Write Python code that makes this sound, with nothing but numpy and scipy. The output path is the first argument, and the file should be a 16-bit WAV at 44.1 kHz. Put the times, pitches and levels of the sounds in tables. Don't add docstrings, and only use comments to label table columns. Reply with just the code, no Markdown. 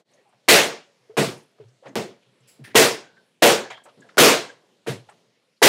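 import sys
import numpy as np
from scipy import signal
from scipy.io import wavfile
from scipy.ndimage import uniform_filter1d

SR = 44100
rng = np.random.default_rng(int(sys.argv[2]) if len(sys.argv) > 2 else 0)


def waveform_to_disk(signal):
    frames = np.transpose(np.atleast_2d(signal))
    scaled = np.clip(frames, -1, 1) * 32767
    samples = np.round(scaled).astype(np.int16)
    wavfile.write(sys.argv[1], SR, samples)


def voltage_ratio(level):
    return 10 ** (np.asarray(level, float) / 20)


N = 250752


def at_hz(points, hz):
    table = np.array(points)
    return np.interp(np.log(hz), np.log(table[:, 0]), table[:, 1])


def rms_one(x):
    return x / np.sqrt(np.mean(x ** 2) + 1e-20)


def highpass(x, order, cut_hz):
    return signal.sosfilt(signal.butter(order, cut_hz, "high", fs=SR, output="sos"), x)


def resonate(x, hz, width_hz):
    r = np.exp(-np.pi * width_hz / SR)
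    zeros = np.array([1, 0, -1]) * (1 - r * r) / 2
    poles = [1, -2 * r * np.cos(2 * np.pi * hz / SR), r * r]
    return signal.lfilter(zeros, poles, x)


def swell(rise_ms, t60_s, size):
    t = np.arange(size) / SR
    return (1 - np.exp(-1000 * t / max(rise_ms, .2))) * voltage_ratio(-60 * t / t60_s)


def flutter(count, per_s, size):
    knots_s = np.arange(int(size / SR * per_s) + 2) / per_s
    t = np.arange(size) / SR
    return np.array([np.interp(t, knots_s, row) for row in rng.standard_normal((count, len(knots_s)))])


def add(out, s, x):
    i = max(round(s * SR), 0)
    out[i:i + len(x)] += x[:N - i]


EDGES_HZ = 44 * 2 ** np.arange(0, 8.7, 1 / 3)


def noise_bands():
    white = rng.standard_normal((2, N))
    bands = []
    for k, edges in enumerate(zip(EDGES_HZ, EDGES_HZ[1:])):
        sos = signal.butter(2, edges, "band", fs=SR, output="sos")
        bands.append(signal.sosfilt(sos, white[k % 2]))
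    return np.sqrt(EDGES_HZ[1:] * EDGES_HZ[:-1]), np.array(bands)


# (time [s], level [dB rms])
AIR = [(0, -64), (.15, -65.5), (.3, -70.5), (.9, -67), (1.75, -69), (2.4, -66), (2.599, -64), (3.2, -63.5),
       (3.4, -70.5), (4.05, -60), (4.6, -63), (4.8, -67), (5.15, -60), (5.3, -68), (5.69, -78)]
# (frequency [Hz], level [dB per Hz])
AIR_COLOUR = [(50, -11.5), (90, -5.5), (140, 0), (300, -6.5), (480, -2), (800, -11.5), (1200, -14),
              (3500, -12.5), (7000, -22.5), (11000, -26), (16000, -43.5)]
HISS_DB, HISS_FOLLOWS, AIR_MEAN_DB = -69, 0.43, -63.5


def air(centres_hz, bands, patchy_db):
    stir_db = np.interp(np.arange(N) / SR, *np.transpose(AIR))
    hiss_db = HISS_DB + HISS_FOLLOWS * (stir_db - AIR_MEAN_DB)
    colour = voltage_ratio(at_hz(AIR_COLOUR, centres_hz))[:, None]
    flicker = voltage_ratio(patchy_db * flutter(len(centres_hz), 11, size=N))
    patches = colour * bands[:, ::-1] * flicker
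    low = centres_hz < 1100
    shuffle = rms_one(patches[low].sum(axis=0))
    hiss = rms_one(patches[~low].sum(axis=0))
    return voltage_ratio(stir_db) * shuffle + voltage_ratio(hiss_db) * hiss


# (time [s], level [dB rms], centre [Hz], t60 [s])
BUMPS = [(.002, -52, 440, 0.15), (.12, -64, 600, 0.45), (.288, -62.5, 750, 0.32), (.33, -61, 680, .16),
         (1.581, -57, 600, 0.11), (1.6, -49.5, 380, 0.2), (1.83, -50.5, 600, 0.61),
         (1.853, -33.5, 460, 0.13), (1.873, -42, 218, .28), (2.588, -50, 200, .6), (2.67, -47, 250, 0.27),
         (3.192, -63, 300, 0.14), (3.7, -35.5, 680, .24), (3.855, -40, 587, 0.15), (3.97, -46, 197, .3),
         (3.987, -51, 298, .067), (4.045, -45.5, 599, .1), (5.087, -37, 748, 0.076),
         (5.115, -51, 800, 0.077)]
# (time [s], level [dB rms], centre [Hz], t60 [s])
SCUFFS = [(1.099, -49, 646, .1), (1.275, -49.5, 9900, .4), (1.601, -60, 2484, .14),
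          (1.682, -61, 5000, .071), (1.865, -46.5, 1800, 0.16), (2.219, -66, 2470, 0.26),
          (2.43, -65.5, 2770, 0.44), (2.638, -43.5, 1770, 0.25), (2.665, -47, 1892, 0.35),
          (3.7, -34.5, 1980, 0.17), (3.771, -46, 1019, 0.084), (3.836, -51, 8000, 0.095),
          (3.775, -52.5, 3800, .08), (3.882, -49.5, 1198, 0.087), (3.884, -56.5, 3010, 0.092),
          (4.02, -58.5, 3200, 0.1), (4.086, -49, 1375, 0.13), (4.095, -58, 3520, .1),
          (4.14, -55, 1492, 0.09), (5.088, -50, 1685, 0.1)]
# (time [s], level [dB rms], centre [Hz], t60 [s])
CREAKS = [(.17, -67, 1900, 0.27), (.13, -63, 600, .4), (.25, -63, 800, .35), (3.03, -55, 1534, 0.61),
          (3.165, -50.5, 1554, 0.13), (3.64, -41, 1652, .25), (3.7, -45.5, 3220, .25),
          (3.748, -50, 3230, 0.24), (3.77, -50.5, 1640, .2), (3.854, -41, 960, 0.099),
          (4.018, -50.5, 1650, 0.17), (4.488, -45.5, 1600, 0.17)]
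# (time [s], level [dB rms], centre [Hz])
TICKS = [
    (.11, -68, 9000),
    (0.134, -60.5, 6300),
    (.143, -66, 9500),
    (.288, -67, 8600),
    (1.88, -54, 6400),
    (2.403, -69, 7560),
    (3.703, -45, 6900),
    (4.003, -57, 7220),
    (5.093, -55.5, 8360),
    (5.565, -62, 4280),
]
TICK_T60_S = 0.075
# (width [share of pitch], rise [ms])
BUMP, SCUFF, CREAK, TICK = (1, 4.9), (0.75, 5.4), (0.15, 3.2), (0.33, 2.8)


def stirring(grain_db):
    out, size = np.zeros(N), SR // 2
    ticks = [(*row, TICK_T60_S) for row in TICKS]
    for rows, (share, rise_ms) in [(BUMPS, BUMP), (SCUFFS, SCUFF), (CREAKS, CREAK), (ticks, TICK)]:
        for s, level_db, hz, t60_s in rows:
            grains = rng.standard_normal(size) * voltage_ratio(grain_db * flutter(1, 150, size=size)[0])
            narrow = resonate(grains, hz, 0.31 * share * hz)
            puff = resonate(narrow, hz, 3.4 * share * hz)
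            add(out, s, voltage_ratio(level_db) * rms_one(puff) * swell(rise_ms, t60_s, size=size))
    return out


# (time [s], level [dB peak], frequency [Hz], t60 [s])
RINGS = [
    (.185, -48, 540, 0.095),
    (1.095, -35.5, 470, 0.1),
    (1.137, -44, 470, 0.092),
    (1.599, -36.5, 458, 0.11),
    (1.825, -36.5, 490, 0.043),
]
# (time [s], level [dB peak], frequency
# [Hz], t60 [s])
STEPS = [(.33, -58, 162, .21), (.996, -59, 149, .2), (1.09, -54, 114.4, 0.34), (1.172, -16.5, 136, .3),
         (1.592, -34, 120, 0.18), (1.625, -30.5, 121, 0.22), (1.85, -38.5, 114, 0.26),
         (2.25, -51.5, 114.3, 0.28), (2.4, -48, 109.5, 0.29), (2.592, -38, 116, 0.51),
         (3.699, -46, 122.2, .19), (3.972, -44.5, 120, .25), (4.872, -23, 125.2, 0.32),
         (5.04, -50, 120.3, .2), (5.26, -52.5, 150.3, 0.15)]
RING_RISE_MS, STEP_RISE_MS = 2, 12


def rings():
    out, size = np.zeros(N), SR // 2
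    for rows, rise_ms in [(RINGS, RING_RISE_MS), (STEPS, STEP_RISE_MS)]:
        for s, peak_db, hz, t60_s in rows:
            waver = 1 + 0.12 * flutter(1, 30, size=size)[0]
            lumps_db = 3.3 * flutter(1, 40, size=size)[0]
            tone = np.sin(2 * np.pi * hz * np.cumsum(waver) / SR)
            add(out, s, voltage_ratio(peak_db + lumps_db) * tone * swell(rise_ms, t60_s, size=size))
    return out


# (time [s], level [dB peak], dullness cut [Hz], negative = push, following stir [dB])
FIRST = [
    (0.48, -16, 1500, -20),
    (1.1689, -14, -1100, -24.5),
    (1.9558, -8.5, 5000, -29),
    (2.746, -21.5, -1800, -26.5),
    (3.4208, -14.5, 1545.5, -24.5),
    (4.1716, -13.5, -1800, -19.5),
    (4.8643, -29, 700, -37.5),
    (5.618, -13, -700, -15.5),
]


def first_arrivals():
    size = 1323
    out, t = np.zeros(N), np.arange(size) / SR
    for s, peak_db, cut_hz, stir_db in FIRST:
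        u = 2 * np.pi * abs(cut_hz) * t
        add(out, s, -np.sign(cut_hz) * voltage_ratio(peak_db) * (u * np.exp(1 - u)) ** 2)
        white = rng.standard_normal(size)
        dull = rms_one(resonate(resonate(white, 420, 400), 550, 900))
        stir = dull + voltage_ratio(-6.0) * resonate(white, 2500, 4000)
        add(out, s, voltage_ratio(stir_db) * stir * swell(0.86, .3, size=size))
    return out


# (time [s], wash [dB rms], build-up [ms], blast [dB], blast frequency [Hz])
WASH = [
    (0.4854, 3.5, 2.8, -3.5, 2164),
    (1.1694, -11.5, 18, -58, 430),
    (1.9547, -19, 4.9, -54, 426),
    (2.7523, 1.5, 3.8, 5.5, 401),
    (3.4230, 3, 1.4, 2.5, 641),
    (4.1802, 7.5, 11, 3, 1444),
    (4.867, -20, 16.7, -36, 450),
    (5.624, 10, 11.3, 3.5, 596.8),
]
# (boom [dB], snap [dB], dulling [dB], decay stretch [ratio])
SKIN = [
    (-0.5, 4.5, -3, .97),
    (11, 1.9, -4.5, 0.84),
    (7.5, 1, -11.5, 0.8),
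    (1.3, 3.5, -3, 0.9),
    (-2, 1.3, -7, 0.87),
    (-0.2, 3.5, -2.5, 0.94),
    (12.5, 5, -8, 0.6),
    (2.5, 4.5, -2.5, .92),
]
# (frequency [Hz], share [ratio])
BOOM = [(100, 1.2), (200, 0.95), (550, 0.045), (1250, 0.011)]
# (frequency [Hz], share [ratio])
SNAP = [(1250, -0.4), (2300, 1.0), (4500, .01)]
# (frequency [Hz], share [ratio])
DULLING = [(550, .01), (1250, 0.44), (4500, 0.74), (10000, 1.0)]
# (frequency [Hz], level [dB per Hz])
ROOM = [(50, -16), (110, -7.5), (240, -11), (330, -7.5), (460, -3.5), (620, -4.5), (1000, -10.5),
        (2200, -10.5), (4000, -12), (9000, -18), (16000, -28)]
# (frequency [Hz], t60 [s])
ROOM_T60 = [(80, 0.41), (300, 0.41), (1000, 0.45), (2500, 0.41), (5000, 0.44), (9000, 0.47), (14000, 0.46),
            (17000, 0.5)]
# (frequency [Hz], width [Hz], level [dB])
ROOM_MODES = [(224, 30, -4), (277, 24, -1.5), (359, 60, -1), (439, 14, -3.5), (458, 25, -3), (568.4, 8, -4),
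              (672, 16, -9)]
# (frequency [Hz], share of build-up time [ratio])
BUILD_UP = [(300, 0.89), (1500, 0.35), (6000, 1.4)]
# (frequency [Hz], added slope [1/s])
STEEPEN = [(2000, 0.36), (6000, 0.63), (12000, 2.6)]
ECHO_FADE_DB_PER_MS = .2


def wash(centres_hz, bands, echo_db, modes_db, patchy_db):
    out, size = np.zeros(N), SR // 2
    colour = voltage_ratio(at_hz(ROOM, centres_hz))
    colour = colour / np.sqrt(np.mean((colour @ bands) ** 2))
    t60_s = at_hz(ROOM_T60, centres_hz)[:, None]
    share = at_hz(BUILD_UP, centres_hz)[:, None]
    steepen = np.clip(at_hz(STEEPEN, centres_hz), 0, 5)[:, None]
    reach = np.array([at_hz(table, centres_hz) for table in (BOOM, SNAP, DULLING)])
    for (s, level_db, rise_ms, blast_db, blast_hz), (*skin_db, stretch) in zip(WASH, SKIN):
        i = round(s * SR)
        t = np.arange(min(size, N - i)) / SR
        fall_db = -60 * t * (1 + t * steepen) / (stretch * t60_s)
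        fall_db = fall_db + patchy_db * flutter(len(centres_hz), 25, size=len(t))
        shape = (1 - np.exp(-1000 * t / (rise_ms * share))) * voltage_ratio(fall_db)
        field = (colour * voltage_ratio(skin_db @ reach)) @ (bands[:, i:i + size] * shape)
        delays_s = rng.uniform(0.0019, 0.056, 14)
        heights = rng.uniform(-1, 1, size=14) * voltage_ratio(skin_db[2] / 2)
        for delay_s, height in zip(delays_s, heights):
            gain = voltage_ratio(echo_db - ECHO_FADE_DB_PER_MS * 1000 * delay_s)
            field[round(delay_s * SR):][:5] += gain * height * np.array([0.89, 1.0, 0.98, .55, .1])
        blast = -np.sin(2 * np.pi * blast_hz * t) * voltage_ratio(blast_db - 60 * t / 0.052)
        add(out, s, voltage_ratio(level_db) * field + blast)
    modes = sum(voltage_ratio(db) * resonate(out, hz, width_hz) for hz, width_hz, db in ROOM_MODES)
    return out + voltage_ratio(modes_db) * modes


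# (time [s], level [dB rms], slip rate [Hz], t60 [s])
SQUEAKS = [
    (2.472, -49, 2557, .29),
    (2.637, -45, 4920, .18),
]
# (frequency [Hz], level [dB])
RUB_COLOUR = [(2550, -3), (5100, -2), (7650, 2.5), (10200, 1), (12750, -4.5), (15300, -5.5)]
SLIP_BLUR = 0.38


def squeak():
    out, size = np.zeros(N), SR // 2
    for s, level_db, slip_hz, t60_s in SQUEAKS:
        white = rng.standard_normal(size)
        rub = np.zeros(size)
        for hz in np.arange(slip_hz, 16500, slip_hz):
            rub += voltage_ratio(at_hz(RUB_COLOUR, hz)) * resonate(white, hz, SLIP_BLUR * slip_hz)
        add(out, s, voltage_ratio(level_db) * rms_one(rub) * swell(13.0, t60_s, size=size))
    return out


def scene():
    centres_hz, bands = noise_bands()
    bursts = first_arrivals() + wash(centres_hz, bands, echo_db=1.0, modes_db=1.0, patchy_db=2.0)
    contacts = stirring(grain_db=3.0) + rings() + squeak()
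    return (bursts + contacts + air(centres_hz, bands, patchy_db=2.5))[None]


GATE_HZ, GATE_DB, GATE_SLOPE, GATE_DEPTH_DB = 8000, -49, .8, 7


def gate(x):
    high = highpass(x, 2, GATE_HZ)
    level_db = 10 * np.log10(uniform_filter1d(high ** 2, size=882) + 1e-14)
    gain_db = np.clip(GATE_SLOPE * (level_db - GATE_DB), -GATE_DEPTH_DB, 0)
    return x - high * (1 - voltage_ratio(gain_db))


def top_cut(x):
    return signal.sosfilt(signal.butter(12, 18000, fs=SR, output="sos"), x)


# (time [s], level [dB])
FADE = [(0, 3), (0.022, -9), (.042, -28), (.06, -12), (.11, 0.5), (6, 0)]
OVERLOAD, BASS_CUT_HZ, COUPLING_HZ = .39, 120, 100


def record(dry):
    x = np.clip(dry, -OVERLOAD, OVERLOAD)
    x = highpass(x, 6, BASS_CUT_HZ)
    x = highpass(x, 1, COUPLING_HZ)
    x = np.clip(gate(x), -.92, .92)
    for stop_db, stop_hz in [(26, 15950), (30, 16850)]:
        x = signal.sosfilt(signal.cheby2(12, stop_db, stop_hz, fs=SR, output="sos"), x)
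    x = x * voltage_ratio(np.interp(np.arange(N) / SR, *np.transpose(FADE)))
    return top_cut(np.clip(x, -1, 1))


dry = scene()
out = record(dry)
waveform_to_disk(out)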